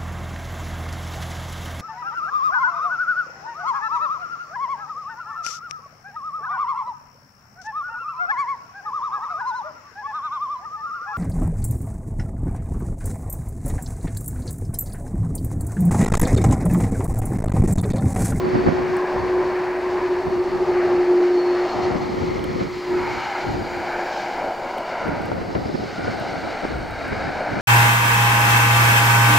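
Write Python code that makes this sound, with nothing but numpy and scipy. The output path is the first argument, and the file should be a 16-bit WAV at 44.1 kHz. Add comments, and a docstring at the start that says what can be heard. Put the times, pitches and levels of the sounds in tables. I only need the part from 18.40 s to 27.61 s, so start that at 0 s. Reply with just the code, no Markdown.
"""A throbbing fan drone comes first: a twin-engine airliner on a wet runway, heard from the airport fence.
Two sine-like fan tones beat; scattered tones make the turbine whine, the whistle and the airy treble.
The exhaust roar is noise in three registers with a ground echo; drifting noise bands strengthen its peaks.
At the microphone, noise gusts buffet, eddies thump and boom, and a few raindrops tick close by."""
import sys
import numpy as np
from scipy import signal
from scipy.fft import irfft
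from scipy.io import wavfile

SR = 44100
rng = np.random.default_rng(int(sys.argv[2]) if len(sys.argv) > 2 else 0)


def master_out(mix):
    """Clip the mix to full scale and print it as 16-bit PCM to the path in sys.argv[1]."""
    frames = np.transpose(np.atleast_2d(mix))
    ceiling = np.clip(frames, -1, 1)
    pcm = np.round(ceiling * 32767).astype(np.int16)
    wavfile.write(sys.argv[1], SR, pcm)


N = 406153
TIME = np.arange(N) / SR
FREQS = np.maximum(np.arange(N // 2 + 1) * SR / N, 1)


def from_db(db):
    """Decibels to gain."""
    return 10 ** (np.asarray(db) / 20)


def rms_one(x):
    """Scale to unit power."""
    return x / np.sqrt(np.mean(x ** 2) + 1e-20)


def in_time(rows):
    """Each column of a time curve, joined by straight lines at every sample."""
    t, *columns = np.transpose(rows)
    return [np.interp(TIME, t, column) for column in columns]


def over_hz(points):
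    """A spectrum's points joined on a log-frequency axis."""
    hz, value = np.transpose(points)
    return np.interp(np.log(FREQS), np.log(hz), value)


def bell(centre, width):
    """Gaussian envelope in time; width is its standard deviation in s."""
    return np.exp(-np.minimum(((TIME - centre) / width) ** 2, 40) / 2)


def drift(rate):
    """Slow chance of unit power: noise through two equal low-pass poles at rate Hz."""
    step = 40   # samples between slow values
    pole = np.exp(-2 * np.pi * rate * step / SR)
    chance = rng.standard_normal(N // step + 2002)
    slow = signal.lfilter([1], [1, -2 * pole, pole ** 2], chance)[2000:]   # skip the filter's start
    return np.interp(np.arange(N) / step, np.arange(len(slow)), rms_one(slow))


def noise_spectrum(colour, likeness):
    """Stereo noise spectrum: the balance of mid and side sets how alike left and right are."""
    real, imaginary = rng.standard_normal((2, 2, len(FREQS)))
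    mid, side = real + 1j * imaginary
    alike = np.clip(over_hz(likeness), -1, 1)
    stereo = np.sqrt(1 + alike) * mid + np.sqrt(1 - alike) * side * [[1], [-1]]
    return from_db(over_hz(colour)) * stereo


def as_sound(spectrum):
    """Spectrum to a waveform of unit power."""
    return rms_one(irfft(spectrum, N))


def tone(hz, level_db, scatter, scatter_hz):
    """A tone after turbulent air: a steady ray plus a scattered part of wandering size and phase."""
    wander = drift(scatter_hz) + 1j * drift(scatter_hz)
    ray = (1 + scatter * wander) / np.sqrt(1 + 2 * scatter ** 2)
    carrier = np.exp(2j * np.pi * np.cumsum(hz) / SR)
    return from_db(level_db) * rms_one(np.real(ray * carrier))


# pitch of the near fan, sinking overall as the aircraft goes by: t/s, f/Hz
FAN_PITCH = [(0, 365.5), (1.4, 362.5), (2, 358.5), (3.1, 356.8), (3.45, 362.3), (4.15, 362.5), (4.4, 359.5),
             (5, 361), (5.3, 354.5), (6.2, 351)]
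# drone of the near fan, before waver, dips and fade: t/s, level/dB
NEAR_FAN = [(0, -22), (.6, -22.5), (.72, -23.5), (.88, -21), (1, -19), (1.12, -24.5), (1.36, -25.5),
            (1.5, -22.5), (1.56, -21), (1.66, -24), (1.78, -23.5), (1.86, -31), (1.99, -20), (2.08, -26.5),
            (2.2, -23.5), (2.33, -19.5), (2.65, -19), (2.72, -14), (2.8, -16), (2.9, -16.7), (2.96, -15.2),
            (3.1, -18), (3.25, -22.5), (3.33, -32), (3.39, -22.5), (3.43, -25), (3.47, -18.5), (3.53, -34),
            (3.7, -30.5), (4.3, -32), (4.46, -29), (4.55, -19.5), (4.7, -30.5), (4.85, -42.5), (5.02, -30),
            (5.4, -35), (5.8, -35), (6.2, -41.5), (6.6, -43)]
# drone of the far fan, before dips and fade: t/s, level/dB
FAR_FAN = [(0, -39.5), (.9, -38.5), (1.25, -42), (1.62, -29.5), (2, -28), (2.3, -24.5), (2.5, -30),
           (3, -42), (3.2, -46)]
# brief drops of the drone on its deepest beats: t/s, extra depth/dB
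DRONE_DIPS = [(.237, 11), (.31, 18), (.399, 1), (.665, 8), (.811, 11), (.883, 3), (1.041, 12), (1.414, 7),
              (1.605, 21), (1.683, 5), (1.895, 10), (2.047, 0), (2.107, 16), (2.19, 4), (2.254, 8),
              (2.338, 3), (3.284, 13)]


def fans(waver_db=1.28, waver_rate=6, beats_per_s=13, dip_s=0.0051):
    """Two fans a few hertz apart throb together; their drone beams forward, then frays and fades."""
    (hz,), (near_db,), (far_db,) = in_time(FAN_PITCH), in_time(NEAR_FAN), in_time(FAR_FAN)
    # a whole number of beats fits from dip to dip
    marks = np.array([0] + [t for t, _ in DRONE_DIPS] + [TIME[-1]])
    beat_counts = np.round(np.diff(marks, prepend=0) * beats_per_s)
    beats = np.interp(TIME, marks, np.cumsum(beat_counts))
    sharper_hz = np.gradient(beats) * SR   # the far fan runs this much sharper
    dip_db = sum(depth_db * bell(t, dip_s) for t, depth_db in DRONE_DIPS)

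    frayed = np.interp(TIME, [3.2, 5, 6.2], [.13, .28, .7])
    near = tone(hz, near_db + waver_db * drift(waver_rate), scatter=frayed, scatter_hz=48.6)
    near = near * np.interp(TIME, [6.5, 7.2], [1, 0])
    far = tone(hz + sharper_hz, far_db, scatter=0.3, scatter_hz=23)
    far = far * np.interp(TIME, [3.2, 5.5], [1, 0])
    # opposite signs, so steady tones pull against each other on the dips
    return (near - far) * from_db(-dip_db) * from_db([[.1], [-.1]])


# exhaust roar by register, before trim and flutter: t/s, body level/dB, rasp level/dB, hiss level/dB
ROAR_LEVELS = [(0.0, -34, -41, -51), (0.13, -33.5, -36, -45.5), (0.6, -27, -35.5, -48),
               (1.15, -29, -36, -48.5), (1.6, -29, -35.5, -48), (2, -31, -40, -49),
               (2.45, -26.5, -35, -46.5), (2.9, -30, -37, -46), (3.26, -27, -35, -44),
               (3.8, -35, -42, -45.5), (4.27, -38.5, -41.5, -45), (4.58, -37, -36, -44),
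               (4.93, -33, -32, -41.5), (5.179, -33, -38, -46.5), (5.55, -30.5, -31.5, -46),
               (5.77, -31, -36, -42), (6.0, -29.5, -34, -47.5), (6.27, -30.5, -38.5, -49.5),
               (6.62, -31.5, -34.5, -45.5), (6.98, -33.5, -41, -51), (7.3, -36.5, -43.5, -47),
               (7.7, -34, -37.5, -44), (8.2, -30.5, -34, -46), (8.47, -34.5, -39, -49),
               (8.75, -31, -32, -44), (9.05, -27.5, -34, -46.5), (9.21, -30.5, -31, -42)]
# colour of the roar, before splitting into registers: f/Hz, density level/dB per Hz
ROAR_COLOUR = [(30, -10.5), (80, -19), (270, -2.5), (480, 2.5), (750, 2), (1200, -4.5), (1580, -5),
               (1900, -6.5), (2280, -7.5), (2620, -15.5), (2980, -18), (3400, -23), (4500, -20.5),
               (7200, -34), (9500, -57)]
# left-right likeness of the roar, used for the faint hiss too: f/Hz, correlation
ROAR_LIKENESS = [(60, .9), (300, .96), (700, .99), (1500, .96), (2200, .95), (3000, .82), (4500, .99),
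                 (7000, .98), (15000, .95)]
# echo off the ground: t/s, delay/s, strength (0-1, before treble loss)
GROUND_ECHO = [(0, .00115, .15), (1.5, .00112, .2), (3, .0011, .12), (3.9, .00092, .45),
               (4.35, .00092, .45), (4.55, .00115, .15), (4.8, .00134, .25), (5.3, .00132, .45),
               (5.7, .0013, .48), (6.1, .00134, .5), (6.7, .00139, .45), (7.3, .0014, .3), (8, .00137, .42),
               (8.6, .00133, .38), (9.21, .00131, .4)]


def roar(rasp_hz=1150, hiss_hz=2800, grass_hz=2700, flutter_db=1.13, flutter_rate=7):
    """Jet mixing noise; the ground echo cuts moving notches and the air makes each register flutter."""
    spectrum = noise_spectrum(ROAR_COLOUR, ROAR_LIKENESS)
    delay, strength = in_time(GROUND_ECHO)
    grass = 1 / (1 + (FREQS / grass_hz) ** 4)   # rough ground mirrors little treble
    below_rasp = 1 / (1 + (FREQS / rasp_hz) ** 10)
    below_hiss = 1 / (1 + (FREQS / hiss_hz) ** 10)
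    registers = below_rasp, below_hiss - below_rasp, 1 - below_hiss
    trims_db, pans_db = (-1.0, -.8, -.4), (.45, .6, .2)
    out = 0
    for share, level_db, trim_db, pan_db in zip(registers, in_time(ROAR_LEVELS), trims_db, pans_db):
        direct = irfft(spectrum * share, N)
        mirrored = irfft(spectrum * share * grass, N)
        echo = np.array([np.interp(TIME - delay, TIME, side) for side in mirrored])
        gain = from_db(level_db + trim_db + flutter_db * drift(flutter_rate))
        out = out + rms_one(direct + strength * echo) * gain * from_db([[pan_db], [-pan_db]])
    return out


# bands where the ground echo strengthens the roar, one curve each: t/s, centre f/Hz,
# level/dB before a slight pan
ECHO_PEAK_CURVES = [
    [(0, 1050, -38.5), (.35, 1050, -43), (.6, 1047, -35.5), (1.15, 990, -35), (1.4, 985, -44),
     (1.62, 980, -30.5), (1.95, 930, -43), (2.4, 740, -34.5), (3, 730, -42), (3.35, 726, -29),
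     (4, 937, -47), (4.35, 950, -48), (4.57, 930, -33), (4.95, 825, -29), (5.2, 810, -36.5),
     (5.5, 795, -34), (5.68, 780, -29), (5.95, 750, -30), (6.15, 700, -32.5), (6.4, 655, -32.5),
     (6.65, 635, -32), (6.9, 645, -49), (7.2, 657.4, -53), (7.85, 720, -32), (8.4, 660, -44.5),
     (9.21, 718, -41)],
    [(.3, 1640, -58), (.6, 1630, -38), (1.2, 1640, -50), (1.6, 1640, -44), (2, 1640, -64)],
    [(1.9, 1200, -45), (2.3, 1200, -40.5), (2.9, 1230, -48.5), (3.5, 1230, -39), (3.9, 1300, -57),
     (4.4, 1280, -51), (4.55, 1280, -40), (4.85, 1260, -39), (5.2, 1500, -54), (5.6, 1620, -35),
     (6.2, 1500, -62), (6.65, 1440, -35), (7.2, 1480, -78), (7.6, 1470, -38.5), (8.2, 1480, -47),
     (8.45, 1480, -42), (8.9, 1500, -40.5), (9.21, 1550, -35)],
    [(3.4, 2100, -57), (3.95, 2100, -46), (4.3, 2150, -55), (4.72, 2190, -34), (5.15, 2150, -58)],
    [(5.4, 990, -44), (5.9, 970, -41.5), (6.65, 940, -34.5), (7.2, 930, -51)],
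    [(4.4, 2970, -66), (4.85, 2930, -42.5), (5.2, 2960, -74), (5.9, 2960, -58), (6.6, 2830, -50),
     (6.9, 2800, -66)],
]


def echo_peaks(width_hz=112, fade_s=.1):
    """Drifting noise bands, added where the ground echo strengthens the roar."""
    out = 0
    for curve in ECHO_PEAK_CURVES:
        start, end = curve[0][0], curve[-1][0]
        present = np.clip(1 + np.minimum(TIME - start, end - TIME) / fade_s, 0, 1)
        out = out + present * tone(*in_time(curve), scatter=24, scatter_hz=width_hz)
    return out * from_db([[.4], [-.4]])


# turbine pitch before waver, sinking as the aircraft goes by: t/s, f/Hz
TURBINE_PITCH = [(0, 4450), (1, 4435), (2, 4395), (3, 4345), (4, 4260), (4.8, 4195), (5.7, 4110),
                 (7.3, 3970), (8, 3915), (9.21, 3800)]
# blade stages: multiple of the turbine pitch, scatter (ratio to the steady ray), scatter rate f/Hz
BLADE_STAGES = [(1, 1.3, 60), (1.134, 9, 165), (1.267, 9, 150)]
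# whine of each stage: t/s, low level/dB, middle level/dB, high level/dB
WHINE_LEVELS = [(0, -60, -68, -75), (.2, -50.5, -65, -73), (.6, -64, -69, -75), (1.1, -54, -71, -76),
                (1.4, -63, -74, -87), (2, -56, -69, -78), (2.78, -55.5, -60, -80.5), (2.97, -57, -63, -70),
                (3.2, -52, -64, -73), (3.55, -54, -71, -75), (4.15, -58, -71, -75), (4.4, -54, -53, -72),
                (4.85, -50, -58, -66), (5.15, -54, -51.5, -66), (5.55, -58, -53, -68),
                (5.73, -63, -53, -53), (6.1, -66, -56, -68), (6.9, -58, -56, -66), (7.25, -58, -54, -54),
                (7.9, -54.5, -51, -61), (8.4, -58, -55, -72), (8.75, -54, -54, -51), (9.21, -61, -51, -64)]
# clear flares and blips of the lowest blade tone: middle t/s, length/s, level/dB
FLARES = [(2.99, .1, -43.5), (3.13, .2, -47), (3.312, 0.053, -47), (3.44, .045, -44), (3.627, .04, -53),
          (4.37, .1, -54)]


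def turbines(waver_hz=12, waver_rate=6):
    """High blade tones sink together, wavering and frayed into narrow bands by the hot exhaust."""
    hz, = in_time(TURBINE_PITCH)
    whine = 0
    for (multiple, scatter, scatter_hz), level_db in zip(BLADE_STAGES, in_time(WHINE_LEVELS)):
        stage_hz = multiple * hz + waver_hz * drift(waver_rate)
        whine = whine + tone(stage_hz, level_db, scatter, scatter_hz)
    flare = 0
    for middle, length, level_db in FLARES:
        shape = np.exp(-np.minimum((2 * (TIME - middle) / length) ** 4, 40))   # flat top, steep sides
        flare = flare + from_db(level_db) * shape
    clear = flare * tone(hz + waver_hz * drift(waver_rate), 0, scatter=0.26, scatter_hz=50)
    return whine + clear


# thin whistle from behind the engines: t/s, f/Hz, level/dB
WHISTLE_CURVE = [(0, 9100, -76.5), (4.2, 8800, -82.5), (5, 8640, -80), (6.3, 8580, -79), (7, 8600, -80),
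                 (7.7, 8500, -66), (9.21, 8370, -68)]


def whistle():
    """A thin whistle from behind the engines, scattered into a narrow band of noise."""
    return tone(*in_time(WHISTLE_CURVE), scatter=8, scatter_hz=300)


# airy bands high in the treble: centre f/Hz, scatter rate f/Hz, level/dB relative to the shared curve
AIR_BANDS = [(6950, 330, 12), (8400, 250, 1.5), (10700, 170, -1.5), (11420, 250, 2), (14250, 380, -1.5),
             (15300, 330, 1.5)]
# shared curve of the bands, while the engines are abeam: t/s, level/dB
AIR_LEVEL = [(4.1, -91), (4.5, -74), (5.7, -72.5), (6.35, -78), (6.6, -95)]


def airy_bands():
    """Fixed tones, scattered almost wholly into noise bands, rise and fade together."""
    air_db, = in_time(AIR_LEVEL)
    return sum(tone(np.full(N, centre_hz), air_db + band_db, scatter=10, scatter_hz=width_hz)
               for centre_hz, width_hz, band_db in AIR_BANDS)


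def gust(start, length):
    """A gust builds quickly, holds and dies away exponentially."""
    attack_s, release_s = 0.031, 0.11
    rise = np.minimum(TIME - start, 0) / attack_s
    fall = np.maximum(TIME - start - length, 0) / release_s
    return np.exp(rise - fall)


# gusts on the microphone: start t/s, length/s, buffet level/dB before make-up gain, rumble level/dB
GUSTS = [(0, 0.44, -32, -45), (0.137, .05, -27, -50), (0.262, 0.057, -27.5, -50),
         (0.762, 0.057, -37, -34.5), (.9, 0.16, -44.5, -44.5), (1.1, 0.89, -48.5, -47),
         (1.87, 0.042, -37, -50), (2.085, 0.49, -42.5, -45), (3.37, .12, -34, -47), (3.51, .25, -30, -51),
         (3.767, 0.44, -30.5, -42), (4.51, 0.23, -37.5, -44), (5.089, 0.057, -29, -36),
         (5.27, 0.1, -41, -44), (6.66, 0.77, -33, -48), (7.592, .12, -32, -57), (7.778, 0.27, -36, -50),
         (8.25, 0.082, -33, -45), (8.332, 0.052, -33.5, -33), (8.453, 0.09, -39, -38),
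         (8.65, 0.24, -36.5, -41), (9.116, .1, -32, -40)]
# short, hard lumps of air within the gusts: t/s, level/dB before make-up gain
AIR_LUMPS = [(.159, -23.5), (.27, -21.5), (.389, -33.5), (1.88, -26), (3.554, -25), (3.691, -25),
             (3.788, -31), (3.883, -26), (4.068, -28), (4.213, -26), (5.148, -30), (6.69, -26.5),
             (6.802, -28), (6.847, -36), (7.16, -25), (7.256, -27.5), (7.353, -24.5), (7.432, -29.5),
             (7.609, -29), (7.687, -27.5), (7.819, -32), (8.73, -27)]
# colour of the buffeting: f/Hz, density level/dB per Hz
WIND_COLOUR = [(15, -30), (30, -18.5), (60, -8.5), (110, -3.5), (200, -2), (320, -1), (500, -6.5),
               (900, -16), (2000, -25.5), (5000, -63.5), (12000, -90.5)]
# colour of the deep rumble from broad eddies: f/Hz, density level/dB per Hz
RUMBLE_COLOUR = [(15, -19), (40, -0.5), (80, 2.5), (140, -6), (300, -27.5), (1000, -56), (6000, -95)]
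# left-right likeness at the microphone ports, opposed in the middle register: f/Hz,
# correlation (clipped to -1..1)
WIND_LIKENESS = [(40, 0.95), (65, 0.96), (130, 0.45), (250, -0.16), (500, -0.46), (1000, -1.1),
                 (2500, 0.32)]


def wind(lump_db=2.5, lump_rate=35, surge_db=1.0, surge_rate=12, gain_db=6.0):
    """Eddies hit each microphone port in lumps of their own; between gusts a light breeze is left."""
    breeze_db, breeze_swing_db, lump_s = -55.5, 3, 0.0094   # breeze level is before gain_db
    force = from_db(breeze_db + breeze_swing_db * drift(4.6))
    depth = 0
    for start, length, level_db, rumble_db in GUSTS:
        blow = gust(start, length)
        force = np.maximum(force, from_db(level_db) * blow)
        depth = np.maximum(depth, from_db(rumble_db) * blow)
    for t, level_db in AIR_LUMPS:
        force = np.maximum(force, from_db(level_db) * bell(t, lump_s))
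    port_lumps = np.array([drift(lump_rate), drift(lump_rate)])
    lumps = from_db(surge_db * drift(surge_rate) + lump_db * port_lumps)
    turbulence = rms_one(as_sound(noise_spectrum(WIND_COLOUR, WIND_LIKENESS)) * lumps)
    rumble = depth * as_sound(noise_spectrum(RUMBLE_COLOUR, WIND_LIKENESS))
    return from_db(gain_db) * force * turbulence + rumble


# strong eddies that thump the microphone: t/s, level/dB before the kick and puff gains
EDDY_THUMPS = [(0.158, -24), (0.284, -17), (0.384, -17), (5.137, -25), (6.799, -24), (6.917, -14.5),
               (7.006, -27), (7.015, -22), (7.152, -13.5), (7.352, -26), (7.68, -18), (8.251, -14)]
# colour of a thump's puff: f/Hz, density level/dB per Hz
THUMP_COLOUR = [(30, -22), (90, 9), (300, 7), (600, 7), (1200, -0.5), (3000, -15.5), (8000, -85)]


def thumps(rise_s=0.00055, fall_s=0.0052, kick_s=0.00032, kick_db=1.5, puff_db=-3):
    """A hard eddy bursts on the ports: one swing of pressure and a short puff of noise."""
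    blow, kick = 0, 0
    for t, level_db in EDDY_THUMPS:
        decay = np.maximum((t - TIME) / rise_s, (TIME - t) / fall_s)
        blow = blow + from_db(level_db) * np.exp(-np.clip(decay, 0, 20))
        swing = np.clip((TIME - t - rise_s) / kick_s, -10, 10)
        kick = kick + from_db(level_db) * swing * np.exp(-swing ** 2 / 2)
    puff = blow * as_sound(noise_spectrum(THUMP_COLOUR, WIND_LIKENESS))
    return from_db(kick_db) * kick + from_db(puff_db) * puff


# deep, slow eddies that boom on the microphone: t/s, level/dB
EDDY_BOOMS = [(4.07, -33), (5.12, -38), (8.37, -26)]


def booms(width_s=0.024, boom_hz=61):
    """A broad eddy pushes both ports together through a few slow swings of pressure."""
    out = 0
    for t, level_db in EDDY_BOOMS:
        swing = np.sin(2 * np.pi * boom_hz * (TIME - t) + drift(32))
        out = out + from_db(level_db) * bell(t, width_s) * swing
    return out


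# raindrops near the microphone: t/s, splash level/dB (scales noise and modes), knock level/dB
RAINDROPS = [(0.568, -30.5, -44), (3.993, -50, -31), (4.0416, -28, -29), (6.3774, -38, -39),
             (6.383, -35, -29), (6.68, -39, -45), (6.8199, -41, -45), (6.8573, -35, -44),
             (7.7991, -38, -48), (8.5086, -41, -48), (8.6807, -39, -48)]
# short modes the drops ring with: f/Hz, level/dB before chance, t60/s
DROP_MODES = [(8300, -3, 0.0033), (11200, -6, 0.0046)]


def raindrops(splash_db=-7, splash_t60=0.014, port_lag_s=.00001):
    """Each drop is a tiny noise splash ringing short modes, with a knock of the microphone casing."""
    casing_hz, casing_t60_s = 3090, 0.015
    out, age = np.zeros(N), TIME[:SR // 20]
    chance = rng.standard_normal((len(RAINDROPS), len(DROP_MODES) + len(age)))
    bright = signal.butter(2, 7000, "high", fs=SR, output="sos")
    knock = from_db(-60 * age / casing_t60_s) * np.sin(2 * np.pi * casing_hz * age)
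    for (t, peak_db, knock_db), draws in zip(RAINDROPS, chance):
        splash = signal.sosfilt(bright, draws[-len(age):])
        tick = splash * from_db(splash_db - 60 * age / splash_t60)
        for (hz, mode_db, t60), extra_db in zip(DROP_MODES, 2 * draws):
            ring = np.sin(2 * np.pi * hz * age)
            tick = tick + from_db(mode_db + extra_db - 60 * age / t60) * ring
        at = int(t * SR)
        out[at:at + len(age)] += from_db(peak_db) * tick + from_db(knock_db) * knock
    return np.array([out, np.interp(TIME - port_lag_s, TIME, out)])   # the right port hears it later


# colour of the faint hiss: f/Hz, density level/dB per Hz
HISS_COLOUR = [(3000, -5), (8000, 6.5), (11000, -0.5), (16000, 1)]


def faint_hiss():
    """Faint coloured noise that eases by about a decibel."""
    level_db = np.interp(TIME, [4.1, 4.6, 6.4, 6.7], [-60.3, -60.3, -60.9, -61.2])
    return from_db(level_db) * as_sound(noise_spectrum(HISS_COLOUR, ROAR_LIKENESS))


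def scene():
    """The airliner, the weather at the microphone and a faint hiss."""
    airliner = fans() + roar() + echo_peaks() + turbines() + whistle() + airy_bands()
    weather = wind() + thumps() + booms() + raindrops()
    return airliner + weather + faint_hiss()


def record(dry):
    """A steep elliptic low-pass cuts the top of the treble."""
    cutoff_hz, ripple_db, rejection_db = 15750, .1, 80
    low_pass = signal.ellip(10, ripple_db, rejection_db, cutoff_hz, fs=SR, output="sos")
    return signal.sosfilt(low_pass, dry)


dry = scene()
out = record(dry)
master_out(out)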